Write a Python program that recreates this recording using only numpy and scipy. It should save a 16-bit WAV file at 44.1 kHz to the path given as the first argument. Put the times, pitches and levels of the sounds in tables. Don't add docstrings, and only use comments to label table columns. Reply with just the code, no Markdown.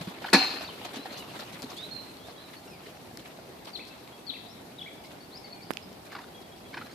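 import sys
import numpy as np
from scipy import signal
from scipy.fft import rfft, irfft, next_fast_len
from scipy.io import wavfile
from scipy.ndimage import uniform_filter1d

SR = 44100
rng = np.random.default_rng(int(sys.argv[2]) if len(sys.argv) > 2 else 0)


def amp(db):
    return 10 ** (np.asarray(db, float) / 20)


def write(x):
    x = np.atleast_2d(x).T
    wavfile.write(sys.argv[1], SR, np.round(np.clip(x, -1, 1) * 32767).astype(np.int16))


N = 306054

# (time [s], peak level [dB], thump pitch [Hz])
HOOF_FALLS = [(0.009, -27, 166.5), (0.073, -24, 188), (0.173, -37.5, 332), (0.538, -36, 317),
              (0.795, -41, 196), (0.854, -38, 337), (0.937, -36, 280), (0.966, -30.5, 249),
              (0.989, -32, 277), (1.111, -32.5, 251), (1.388, -37, 233), (1.539, -38, 164),
              (1.639, -27, 259), (2.868, -39, 410), (3.187, -39, 328), (4.299, -36.5, 271),
              (6.158, -44, 330), (6.197, -45, 300), (6.724, -42, 300), (6.762, -39, 290), (6.8, -38, 225),
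              (6.839, -38, 234)]
# (time [s], peak level [dB], pitch [Hz])
CLOPS = [(0.609, -31, 645), (0.814, -35, 820), (0.94, -40, 740), (1.056, -30, 782), (1.113, -37, 563),
         (1.129, -40, 560), (1.314, -37, 680), (1.395, -37, 584), (1.424, -37, 794), (1.514, -40, 670),
         (2.284, -36.5, 700), (3.112, -39.5, 726), (3.388, -38, 640)]
# (time [s], peak level [dB], pitch [Hz], left minus right [dB])
TICKS = [(.3015, -34, 4400, 4), (1.39, -35, 7000, 4), (1.41, -40, 12000, 3), (1.6208, -27, 5000, 8),
         (1.6275, -29.5, 4540, 3), (1.768, -39, 9100, 1.5), (1.717, -30, 3640, 4), (2.1691, -36, 4170, 9),
         (3.1724, -30, 4200, 6), (3.477, -37, 2400, 0), (3.852, -36, 4150, 1.5), (4.076, -33, 2380, 8),
         (5.714, -27, 1700, -22), (5.7354, -27.5, 4250, -14), (5.7708, -21, 2600, -15),
         (5.9288, -39, 5200, 2.5), (6.6877, -43, 4000, 1.5), (6.8478, -52, 4080, 3.5),
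         (6.8603, -42, 2350, 3.0)]

# (time [s], level [dB])
BLOWS = [
    (.3290, -2),
    (0.3318, -3),
    (.3345, 1.5),
    (0.3377, -2),
    (.345, -3),
    (.354, -4.5),
    (0.3613, -8),
    (0.386, -15),
    (.505, -23),
    (.54, -21.5),
]
# (frequency [Hz], level [dB], t60 [s])
POLE_MODES = [(194, -1, 0.092), (271, 1.5, 0.094), (348, -9, 0.07), (504, -7.5, 0.088), (800, -14, 0.065),
              (895, -9, 0.07), (1440, -0.5, 0.035), (1700, 0.5, 0.05), (2500, -4, 0.045)]
# (frequency [Hz], level [dB], t60 [s])
STAND_MODES = [(764, -6, 0.33), (1523, -20, 0.84), (2385, -15, 0.41), (2632, -15, 0.73), (2783, -20, 0.59),
               (3628, -23, 0.93), (3919, -7, 0.18), (4124, -12, 0.6), (4301, -3, 0.45), (4441, -9, 0.53),
               (4727, -23, 0.65), (5965, -13, 0.16), (7047, -24, 0.26),
               (4230, -12, 0.6), (4535, -9, .12), (5440, -23, 0.71), (8269, -43, .8), (9012, -32, .6),
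             (9464, -29, .4), (10450, -37, .4), (11410, -32, .3), (11700, -35, .8), (11830, -34, .8),
             (12100, -33, .7), (12370, -35, .8), (13030, -31, .35)]
# (frequency [Hz], level [dB], t60 [s], half their gap [Hz], loudest at [s])
TWIN_TUBES = (4194, 6.0, .52, 3.9, .436)
# (frequency [Hz], level [dB per Hz])
RATTLE = [(59, -40), (100, -33), (246, -6), (620, -14), (831, -8), (1190, -16), (1430, -13), (2520, -7.5),
          (2920, -21), (4260, -7.5), (6350, -23.5), (13200, -38), (14200, -60)]
# (frequency [Hz], level [dB per Hz])
SHIMMER = [(59, -56), (100, -23), (383, -7.5), (646, -18.5), (748, -0.5), (904, -10.5), (2050, -13.5),
           (2470, -6), (3320, -17), (4260, -4), (5370, -18), (8400, -32), (11900, -31), (13800, -38),
           (14200, -60)]
POLE_FLOOR_HZ = 175

# (frequency [Hz], level [dB])
RUMBLE = [(60, -30), (130, -10.5), (260, 0.5), (450, -4.5), (800, -25.5)]
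# (frequency [Hz], level [dB])
CRUNCH = [(300, -22), (600, -0.5), (900, -1.5), (1600, -5.5), (2600, -5.5), (4200, -9), (7000, -39)]
# (frequency [Hz], level [dB])
SPRAY = [(1200, -22), (2500, 2), (4200, 11.5), (6000, 3), (9000, -2.5), (13000, -4), (16000, -4)]
# (time [s], peak level [dB], body below 2 kHz relative to it [dB])
SCUFFS = [(0.0094, -39.5, 1), (0.07, -46, 9), (0.219, -43, 5), (0.256, -39.5, 7), (0.608, -41.5, 6),
          (0.618, -48, -9), (0.843, -37.5, 0), (0.931, -39, -1), (0.956, -38, 0), (1.05, -49.5, 7),
          (1.119, -40, -1), (1.173, -39, -10), (1.298, -49, 2), (1.349, -46, 8), (1.391, -37.5, 0),
          (1.416, -50, -1), (1.524, -40.5, -12), (1.623, -39, -11), (1.696, -42, -1), (1.765, -40, -20),
          (2.268, -47.5, 2), (2.53, -47, 0), (2.86, -50, 6),(3.188, -45, -4), (3.2494, -49.5, 2.5),
          (3.645, -43.5, -10), (3.669, -53, -2), (3.76, -47, -10), (3.866, -46, -6), (3.668, -46, 5),
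          (6.05, -49, -5), (6.115, -47, 3), (6.21, -49, 4), (6.56, -53, -14), (6.862, -55, -8),
          (5.035, -49.5, 2), (5.1, -51, 1)]
# (time [s], level over its far canter [dB])
NEARNESS = [
    (0, 7.5),
    (.28, 6.5),
    (.34, 8.5),
    (.56, 11.5),
    (.7, 8),
    (1.7, 6.5),
    (2.23, 2),
    (3.8, -0.5),
    (6.5, -1.3),
    (6.94, 1.5),
]
# level when far [dB], share of the nearness taken
FAR_DB, FOLLOW = (-57, -58, -67), (0.85, 1.165, 0.71)
SCUFF_S, FLAP_S = 0.036, 0.022

# (time [s], peak level [dB], opening [pitch ratio], brightness [dB per octave])
SNORTS = [(0.244, -26, 0.98, -1), (0.285, -33, 0.94, -4), (6.103, -45, 1, 2), (6.116, -40, 1, 2),
          (6.128, -37, 1.1, -2), (6.141, -46, 1.2, -3), (6.152, -27.5, 0.88, -0.5), (6.164, -33, 0.99, -2),
          (6.187, -34, 1.1, -1), (6.204, -41, 0.85, -2), (6.236, -40, .9, 1), (6.28, -47, 0.93, 1),
          (6.733, -40, 1, 4), (6.742, -29.5, 1.06, -0.5), (6.771, -28, 1.05, -1.5), (6.784, -33, 1.1, -4),
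          (6.814, -31, 0.92, -2), (6.865, -36, 1.08, -1), (6.895, -48, 0.9, -2), (6.912, -46, 1.05, 6),
          (6.93, -47, 0.96, 4)]
# (frequency [Hz], width [Hz], level [dB])
NOSE = [(300, 470, -5), (915, 380, -1), (1484, 350, 2.5), (2200, 270, -3), (3000, 540, -7),
        (4100, 660, -5.5), (4840, 380, -10)]
# (time [s], peak level [dB],
# pitch [Hz])
POPS = [(.248, -32, 1630), (.251, -32, 800), (.285, -35, 1500), (0.291, -36, 1830), (.288, -40.5, 3100),
        (.484, -35, 3700), (.3015, -40, 4400), (6.068, -52, 2400), (6.106, -49, 2200), (6.121, -45, 2090),
        (6.131, -42, 1650), (6.131, -50, 4450), (6.155, -43.5, 4900), (6.155, -38, 1200),
        (6.154, -42, 2200), (6.165, -45, 1600), (6.192, -40, 990), (6.192, -51, 4670), (6.205, -44, 800),
        (6.283, -53, 4530), (6.694, -52, 4000), (6.735, -45, 2200), (6.742, -41.5, 2200),
        (6.743, -44, 4220), (6.747, -44, 3700), (6.745, -41, 1100), (6.776, -40, 2370), (6.778, -46, 3000),
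        (6.776, -39, 840), (6.785, -39, 1550), (6.815, -40, 1300), (6.822, -39, 1400), (6.817, -49, 4200),
        (6.850, -49, 4000), (6.862, -48, 4150), (6.871, -48, 1550), (6.897, -51, 2100), (6.917, -55, 6640),
        (6.925, -56, 6700), (6.914, -50, 4300), (6.924, -50, 4700), (6.935, -52, 4800)]
# (time [s], peak level [dB], pitch [Hz], left minus right [dB])
CLICKS = [(3.1733, -29.5, 5600, 5), (3.1738, -34, 11000, 0), (3.1748, -38, 1800, 3),
          (5.7045, -44, 9000, -12), (5.7357, -40, 13000, -12), (5.7712, -28, 4500, -15),
          (5.7712, -43, 13000, -10), (6.0565, -44, 10500, 0), (6.0645, -45, 11000, 0),
          (.3348, -18, 12100, -4), (.3462, -30, 12500, 0)]
POP_S, CLICK_TURNS = 0.0024, 0.8
# (time [s], peak level [dB], swing [Hz], left minus right [dB])
SNAP = (5.7069, -18.5, 246, -19)

# (start [s], length [s], from [Hz], to [Hz], level [dB])
RIGHT_BIRD = [
    (1.755, 0.028, 3050, 3480, -53),
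    (1.782, 0.05, 3500, 3810, -43.5),
    (1.83, 0.036, 3800, 4180, -43.5),
    (1.911, 0.11, 4290, 4080, -43.5),
    (2.07, .075, 4170, 4140, -60),
    (2.228, 0.045, 3350, 3770, -57),
    (2.28, .035, 4000, 4500, -61),
    (2.38, .035, 3800, 4120, -55),
    (2.42, 0.053, 4180, 3780, -55.5),
]
# (start [s], length [s], from [Hz], to [Hz], level [dB])
LEFT_BIRD = [(4.465, .065, 4500, 5700, -58.5), (5.205, .02, 4420, 4590, -53.5),
             (5.236, 0.014, 4560, 4500, -52), (5.31, 0.072, 3460, 5530, -49),
             (5.442, 0.011, 4620, 4500, -47), (5.456, 0.012, 4560, 4400, -43.5),
             (5.47, .022, 4370, 4050, -58), (5.503, 0.018, 4200, 4400, -54),
             (5.524, 0.016, 4410, 4420, -47), (5.546, 0.011, 4415, 4430, -48),
             (5.618, 0.02, 4350, 4950, -53), (5.636, .009, 5000, 5500, -57), (5.675, .012, 4400, 4400, -60),
             (5.69, 0.013, 4880, 4820, -56)]
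# (start [s], length [s], from [Hz], to [Hz], level [dB])
FAR_BIRDS = [(.645, .03, 4500, 4570, -48), (.674, .014, 4100, 3330, -51), (.69, 0.028, 3260, 2700, -50.5),
             (.98, 0.063, 3840, 4190, -50.5), (1.16, 0.02, 4690, 4600, -54), (1.1, 0.072, 4150, 4230, -55),
             (1.195, 0.059, 4100, 3400, -58), (1.2, 0.012, 2960, 2880, -50.5),
             (1.217, 0.016, 2900, 2590, -52), (2.567, 0.019, 4330, 4600, -55),
             (2.675, .025, 2800, 2680, -63), (2.708, .072, 2610, 2150, -59.5),
             (2.68, 0.095, 5550, 4540, -62.5), (3.903, 0.038, 2660, 2600, -58.5),
             (4.828, .01, 5450, 5450, -57), (5.045, .01, 5150, 5050, -57), (5.045, .035, 2120, 2260, -59),
             (5.608, .012, 2250, 2350, -55), (4.18, .04, 2640, 2650, -65), (5.44, 0.066, 2140, 2200, -60),
             (5.53, 0.094, 2450, 2400, -61.5), (5.808, .01, 5600, 5450, -68),
             (5.826, .022, 5150, 4920, -59), (5.73, .012, 5350, 5350, -54)]
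# (start [s], length [s], level [dB])
PIPER = [(2.19, 0.061, -60), (2.359, 0.046, -61), (4.125, 0.052, -57.5), (4.272, .03, -62),
         (6.348, 0.018, -53.5), (6.38, 0.014, -55), (6.424, 0.04, -62), (6.52, 0.026, -55.5),
         (6.61, .012, -60), (6.655, .026, -60)]
PIPE_HZ, RIGHT_PAN_DB, LEFT_PAN_DB = 3310, -8.5, 2.5
RISER, SWELL_DB, FADE_DB = 1.1, -12, -5.5
WAVER = 0.0039

# (start [s], length [s], knee [Hz], level [dB], left minus right [dB])
SWOOPS = [
    (3.732, .037, 4135, -42.5, 8),
    (4.266, .047, 4055, -40, 7),
]
# (share of length, pitch ratio, level [dB])
SWOOP_SHAPE = [(0, 1.17, -8), (.2, 1.085, -5.5), (.52, 1.05, -4), (.71, .975, 2.5), (.88, .79, 1),
               (.94, 0.69, -21), (1, .58, -6)]
# (start [s], length [s], top [Hz], level [dB], skew: under 1 the top is early)
HOOKS = [
    (3.79, 0.038, 2636, -48, 1),
    (4.336, 0.035, 2750, -46, .68),
    (4.859, 0.037, 2350, -47.5, .85),
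]
HOOK_BASE_HZ, HOOK_ENDS_DB, HOOK_PAN_DB = 1910, -4.5, -1.5
# (time [s], pitch [Hz], level [dB])
BROKEN_CALL = [(4.784, 3920, -48), (4.791, 3790, -47), (4.797, 3410, -42), (4.802, 3040, -54),
               (4.81, 2945, -50), (4.816, 3410, -39.5), (4.823, 3410, -40), (4.827, 3140, -50),
               (4.831, 2000, -49)]
BROKEN_PAN_DB = 1.5
DEEP_LAG = 18

# (frequency [Hz], t60 [s])
TREES = [(200, 0.094), (1500, 0.49), (4000, 0.64), (9000, 0.31)]
# (frequency [Hz], level [dB per Hz])
AIR = [(15, -27), (33, -15), (65, -3), (173, -0.5), (322, -3), (368, -1.5), (495, -5.5), (742, -3.5),
       (1240, -14.5), (1580, -17), (2300, -17), (2770, -21.5), (4620, -20), (6560, -28), (13900, -25.5),
       (15500, -54)]
AIR_DB = -50
# (frequency [Hz], left-right likeness)
SAME = [(60, 0.96), (150, 0.9), (380, 0.63), (950, 0.084), (2380, -0.081), (5980, -0.019), (15000, -0.18)]
# (frequency [Hz], left minus right [dB])
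LEAN = [(60, 1.5), (150, -0.5), (380, 0.5), (950, -1.5), (2380, 1), (5980, 3.5), (15000, -4)]
BASS_CUT_HZ, EDGE_HZ = 53, 14500


def evened(x):
    return x / np.sqrt(np.mean(x ** 2) + 1e-20)


def read(points, hz):
    f, value = np.transpose(points)
    return np.interp(np.log(hz + 1), np.log(f + 1), value)


def add(mix, s, sound, pan_db=0):
    part = mix[:, round(s * SR):][:, :sound.shape[-1]]
    sides = amp(np.array([[pan_db / 2], [-pan_db / 2]]))
    part += (sound * sides)[:, :part.shape[1]]


def ring(hz, t60, rise=.001):
    t = np.arange(0, 1.2 * t60, 1 / SR)
    return amp(-60 * t / t60) * (1 - np.exp(-t / rise)) * np.sin(2 * np.pi * hz * t)


def blip(hz, width):
    t = np.arange(-3 * width, 3 * width, 1 / SR)
    return np.exp(-(t / width) ** 2) * np.sin(2 * np.pi * hz * t)


def burst(s, length):
    u = np.arange(0, 8, 1 / (length * SR / 4))
    return round(s * SR), u * np.exp(1 - u)


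def noise(spectrum, likeness, patchy_db, size=512, count=N):
    frames, hz = 2 * count // size + 5, np.fft.rfftfreq(size, 1 / SR)
    a, b, c, d, patches = rng.standard_normal((frames, len(hz), 5)).T
    patches = evened(uniform_filter1d(uniform_filter1d(patches, size=8, axis=0), size=6, axis=1))
    same = np.clip(read(SAME, hz) + likeness, -1, 1)[:, None]
    left = a + 1j * b
    right = same * left + np.sqrt(1 - same ** 2) * (c + 1j * d)
    z = np.array([left, right]) * amp(read(spectrum, hz)[:, None] + patchy_db * patches)
    sound = signal.istft(z, window="cosine", nperseg=size, noverlap=size // 2)[1]
    return evened(sound[:, :count])


def lumps(length, depth_db):
    size = max(round(length * SR), 1)
    drift = uniform_filter1d(uniform_filter1d(rng.standard_normal(N), size), size)
    return evened(amp(depth_db * evened(drift)))


def hooves():
    out, t = np.zeros((2, N)), np.arange(400) / SR
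    for s, db, hz in HOOF_FALLS:
        thump = ring(hz, .05, 0.0033) + 0.35 * ring(1.6 * hz, .05, 0.0028)
        add(out, s, amp(db + 3.0) * thump)
    for s, db, hz in CLOPS:
        clop = ring(hz, .025, 0.00092)
        clop = clop + 0.5 * ring(0.637 * hz, .025, 0.0018) + 0.28 * ring(2.3 * hz, .025, 0.0014)
        add(out, s, amp(db + 3.5) * clop)
    for (s, db, hz, pan_db), grit in zip(TICKS, rng.standard_normal((len(TICKS), 400))):
        edge = signal.iirpeak(hz, .7, SR)
        fizz = signal.lfilter(*edge, signal.lfilter(*edge, grit))
        swell = amp(db + 12.5 - 60 * t / 0.0034) * (1 - np.exp(-(t / 0.00082) ** 2))
        add(out, s, swell * (fizz + 0.5 * np.sin(2 * np.pi * hz * t)), pan_db)
    return out


def mesh(count=440):
    place, spread, life, *turn = rng.random((count, 5)).astype(np.float32).T[:, :, None]
    hz, t = 250 * 58 ** place, np.arange(SR // 2, dtype=np.float32) / SR
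    size = np.sqrt(hz) * amp(read(SHIMMER, hz) + 7.1 * spread) * amp(-60 * t / (0.37 + 0.46 * life))
    apart = np.minimum(hz / 5000, 1) * (turn[1] - .5)
    left = size * np.sin(2 * np.pi * (hz * t + turn[0]))
    right = size * np.sin(2 * np.pi * (hz * t + turn[0] + apart))
    return evened(np.array([left.sum(0), right.sum(0)])) * (1 - np.exp(-t / .005))


def rap():
    out, age = np.zeros((2, N)), np.arange(SR) / SR
    first, hardest = BLOWS[0][0], BLOWS[2][0]
    rocking = lumps(.014, 3.0)
    clatter = noise(RATTLE, 0.48, 2.2, size=256, count=SR)
    for s, blow_db in BLOWS:
        for (hz, db, t60), sign in zip(POLE_MODES, rng.choice([-1, 1], len(POLE_MODES))):
            add(out, s, sign * amp(-20.5 + blow_db + db) * ring(hz, t60, 0.00046))
    for s, blow_db in BLOWS[2:7]:
        add(out, s, amp(-9.0 + blow_db) * ring(1780, 0.0051, 0.00018))
    crack_band = signal.butter(2, [3000, 10500], "band", fs=SR)
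    crack = signal.lfilter(*crack_band, rng.standard_normal((2, 300))) * amp(-60 * age[:300] / 0.011)
    add(out, hardest, amp(-9.5) * crack, 3)
    for hz, db, t60 in STAND_MODES:
        mode = ring(hz, t60, 0.014)
        shake = np.roll(rocking, round(hz))[:len(mode)]
        add(out, hardest, amp(-22.0 + db) * mode * shake, 2.5)
    hz, db, t60, beat, loudest = TWIN_TUBES
    mode = ring(hz, t60, 0.0045)
    mode = mode * rocking[:len(mode)] ** .2
    beating = np.tanh(1.7 * np.cos(2 * np.pi * beat * (hardest + age[:len(mode)] - loudest)))
    add(out, hardest, amp(-23.0 + db) * mode * beating, 2.5)
    settled = 1 / (1 + np.exp(np.minimum((age - .036) / 0.0024, 50)))
    rattling = amp(-14.5 - 60 * age / 0.23) * (1 - np.exp(-(age / 0.0028) ** 2)) * settled
    add(out, first, rattling * clatter)
    add(out, first, amp(-35.0) * mesh())
    buzz = noise(SHIMMER, 0.33, 4.8, size=256, count=SR)
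    add(out, hardest, amp(-24.5 - 60 * age / 0.62) * buzz)
    return signal.sosfilt(signal.butter(10, POLE_FLOOR_HZ, "high", fs=SR, output="sos"), out)


def snorts():
    out = np.zeros((2, N))
    swell = burst(0, FLAP_S)[1]
    for (s, peak_db, opening, tilt_db), air in zip(SNORTS, rng.standard_normal((len(SNORTS), 4096))):
        nose = 0
        for hz, width, db in NOSE:
            passage = signal.iirpeak(hz * opening, hz / width, SR)
            breath = evened(signal.lfilter(*passage, signal.lfilter(*passage, air)))
            nose = nose + amp(db + tilt_db * np.log2(hz / 1400)) * breath
        add(out, s - .003, amp(peak_db - 11.0) * swell * evened(nose)[-len(swell):])
    return out * lumps(0.0022, 2.1)


def pops():
    out = np.zeros((2, N))
    for s, db, hz in POPS:
        add(out, s - 3 * POP_S, amp(db + 1.5 - 1.2 * np.log2(hz / 1000)) * blip(hz, POP_S), .3)
    for s, db, hz, pan_db in CLICKS:
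        width = CLICK_TURNS / hz
        add(out, s - 3 * width, amp(db) * blip(hz, width), pan_db)
    return out


def footing():
    near_db = np.interp(np.arange(N) / SR, *np.transpose(NEARNESS))
    rumble, crunch, spray = (amp(db + share * near_db) for db, share in zip(FAR_DB, FOLLOW))
    for s, db, body_db in SCUFFS:
        at, swell = burst(s, SCUFF_S)
        spray[at:at + len(swell)] += amp(db - 12.5) * swell
        crunch[at:at + len(swell)] += amp(db + body_db - 8.5) * swell
    return (rumble * lumps(0.025, 2.6) * noise(RUMBLE, 0.16, 1.6, size=1024)
            + crunch * lumps(0.0056, 2.0) * noise(CRUNCH, 0.2, 2.4)
            + amp(2.5) * spray * lumps(0.0021, 2.0) * noise(SPRAY, 0.2, 3.2, size=256))


def snap():
    s, db, hz, pan_db = SNAP
    out, t = np.zeros((2, N)), np.arange(-60, 500) / SR
    swing = -.75 * np.exp(-t / 0.0013) * np.cos(2 * np.pi * hz * t)
    push = uniform_filter1d(np.where(t < 0, np.exp(t / 0.00015), swing), size=7)
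    splinters = 0.037 * rng.standard_normal(len(t)) * np.exp(-((t - .004) / 0.0044) ** 4)
    add(out, s + t[0], amp(db) * (push + splinters), pan_db)
    return out


def birds(whistles, flutter_db, edge):
    out = np.zeros((2, N))
    waver = 1 + WAVER * evened(uniform_filter1d(rng.standard_normal(N), size=120))
    for rows, pan_db in whistles:
        s, hz, db = np.transpose(rows)
        t = np.arange(s[0] - 0.55 * edge, s[-1] + .55 * edge, 1 / SR)
        pitch = uniform_filter1d(np.interp(t, s, hz), size=90, mode="nearest")
        pitch = pitch * waver[round(s[0] * SR):][:len(t)]
        tone = np.sqrt(2) * np.sin(2 * np.pi * np.cumsum(pitch) / SR)
        fade = np.minimum(np.minimum(t - t[0], t[-1] - t) / edge, 1)
        add(out, t[0], amp(np.interp(t, s, db)) * tone * fade, pan_db)
    return out * lumps(0.0049, flutter_db)


def glides(notes, pan_db):
    u, whistles = np.linspace(0, 1, num=9), []
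    for s, length, from_hz, to_hz, db in notes:
        shape_db = SWELL_DB * (1 - u) ** 3 if to_hz > RISER * from_hz else FADE_DB * u ** 2
        whistles.append((np.c_[s + length * u, from_hz + (to_hz - from_hz) * u, db + shape_db], pan_db))
    return whistles


def chorus():
    pipes = [(s, length, PIPE_HZ, PIPE_HZ, db) for s, length, db in PIPER]
    sides = glides(RIGHT_BIRD, RIGHT_PAN_DB) + glides(LEFT_BIRD, LEFT_PAN_DB)
    return birds(sides + glides(FAR_BIRDS + pipes, 0), 3.0, .0066)


def chirper():
    share, ratio, shape_db = np.transpose(SWOOP_SHAPE)
    calls = [(np.c_[s + length * share, hz * ratio, db + shape_db], pan_db)
             for s, length, hz, db, pan_db in SWOOPS]
    u = np.linspace(0, 1, num=12)
    for s, length, hz, db, skew in HOOKS:
        arch = np.sin(np.pi * u ** skew)
        pitch = HOOK_BASE_HZ + (hz - HOOK_BASE_HZ) * arch
        calls.append((np.c_[s + length * u, pitch, db + HOOK_ENDS_DB * (1 - arch)], HOOK_PAN_DB))
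    left, right = birds(calls, 2.4, .003)
    lagged = np.array([np.roll(left, DEEP_LAG // 2), np.roll(right, -DEEP_LAG // 2)])
    return lagged + birds([(BROKEN_CALL, BROKEN_PAN_DB)], 1.2, .003)


def trees(x, nearest, reach):
    length = SR // 2
    taps, slots = np.zeros((2, length)), np.arange(400, length - 20, 20)
    at = slots + rng.integers(0, 20, (2, len(slots)))
    np.put_along_axis(taps, at, rng.choice([-1., 1.], at.shape), 1)
    closeness = 1 + nearest * np.exp(-np.arange(length) / SR / 0.016)
    taps *= lumps(0.0088, 1.1)[:length] * closeness
    hz, t, z = signal.stft(taps, SR, nperseg=256)
    decay = amp(-60 * t / (reach * read(TREES, hz)[:, None]))
    tail = signal.istft(z * decay, SR, nperseg=256)[1]
    return signal.fftconvolve(x, tail / np.linalg.norm(tail[0]), axes=1)[:, :N]


def wash():
    return amp(AIR_DB) * noise(AIR, 0, 1.33, size=1024)


def scene():
    horse = hooves() + snorts() + pops() + rap()
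    song, deep = chorus(), chirper()
    echoes = trees(amp(-13.5) * horse + amp(-6.5) * song, 1.5, 1.1) + trees(amp(-5.5) * deep, 1.5, 1.4)
    return horse + song + deep + snap() + echoes + footing() + wash()


def band_limit(x):
    return signal.sosfilt(signal.butter(12, 15660, fs=SR, output="sos"), x)


def record(dry):
    size = next_fast_len(N)
    hz = np.fft.rfftfreq(size, 1 / SR)
    lean_db = read(LEAN, hz)
    bass_cut = hz ** 2 / (hz ** 2 + BASS_CUT_HZ ** 2)
    band_edge = amp(-30) + 1 / (1 + np.exp((hz - EDGE_HZ) / 90))
    colour = amp(1.1) * bass_cut * band_edge * amp(np.array([lean_db / 2, -lean_db / 2]))
    ports = irfft(rfft(dry, size) * colour, size)[:, :N]
    return band_limit(ports)


dry = scene()
out = record(dry)
write(out)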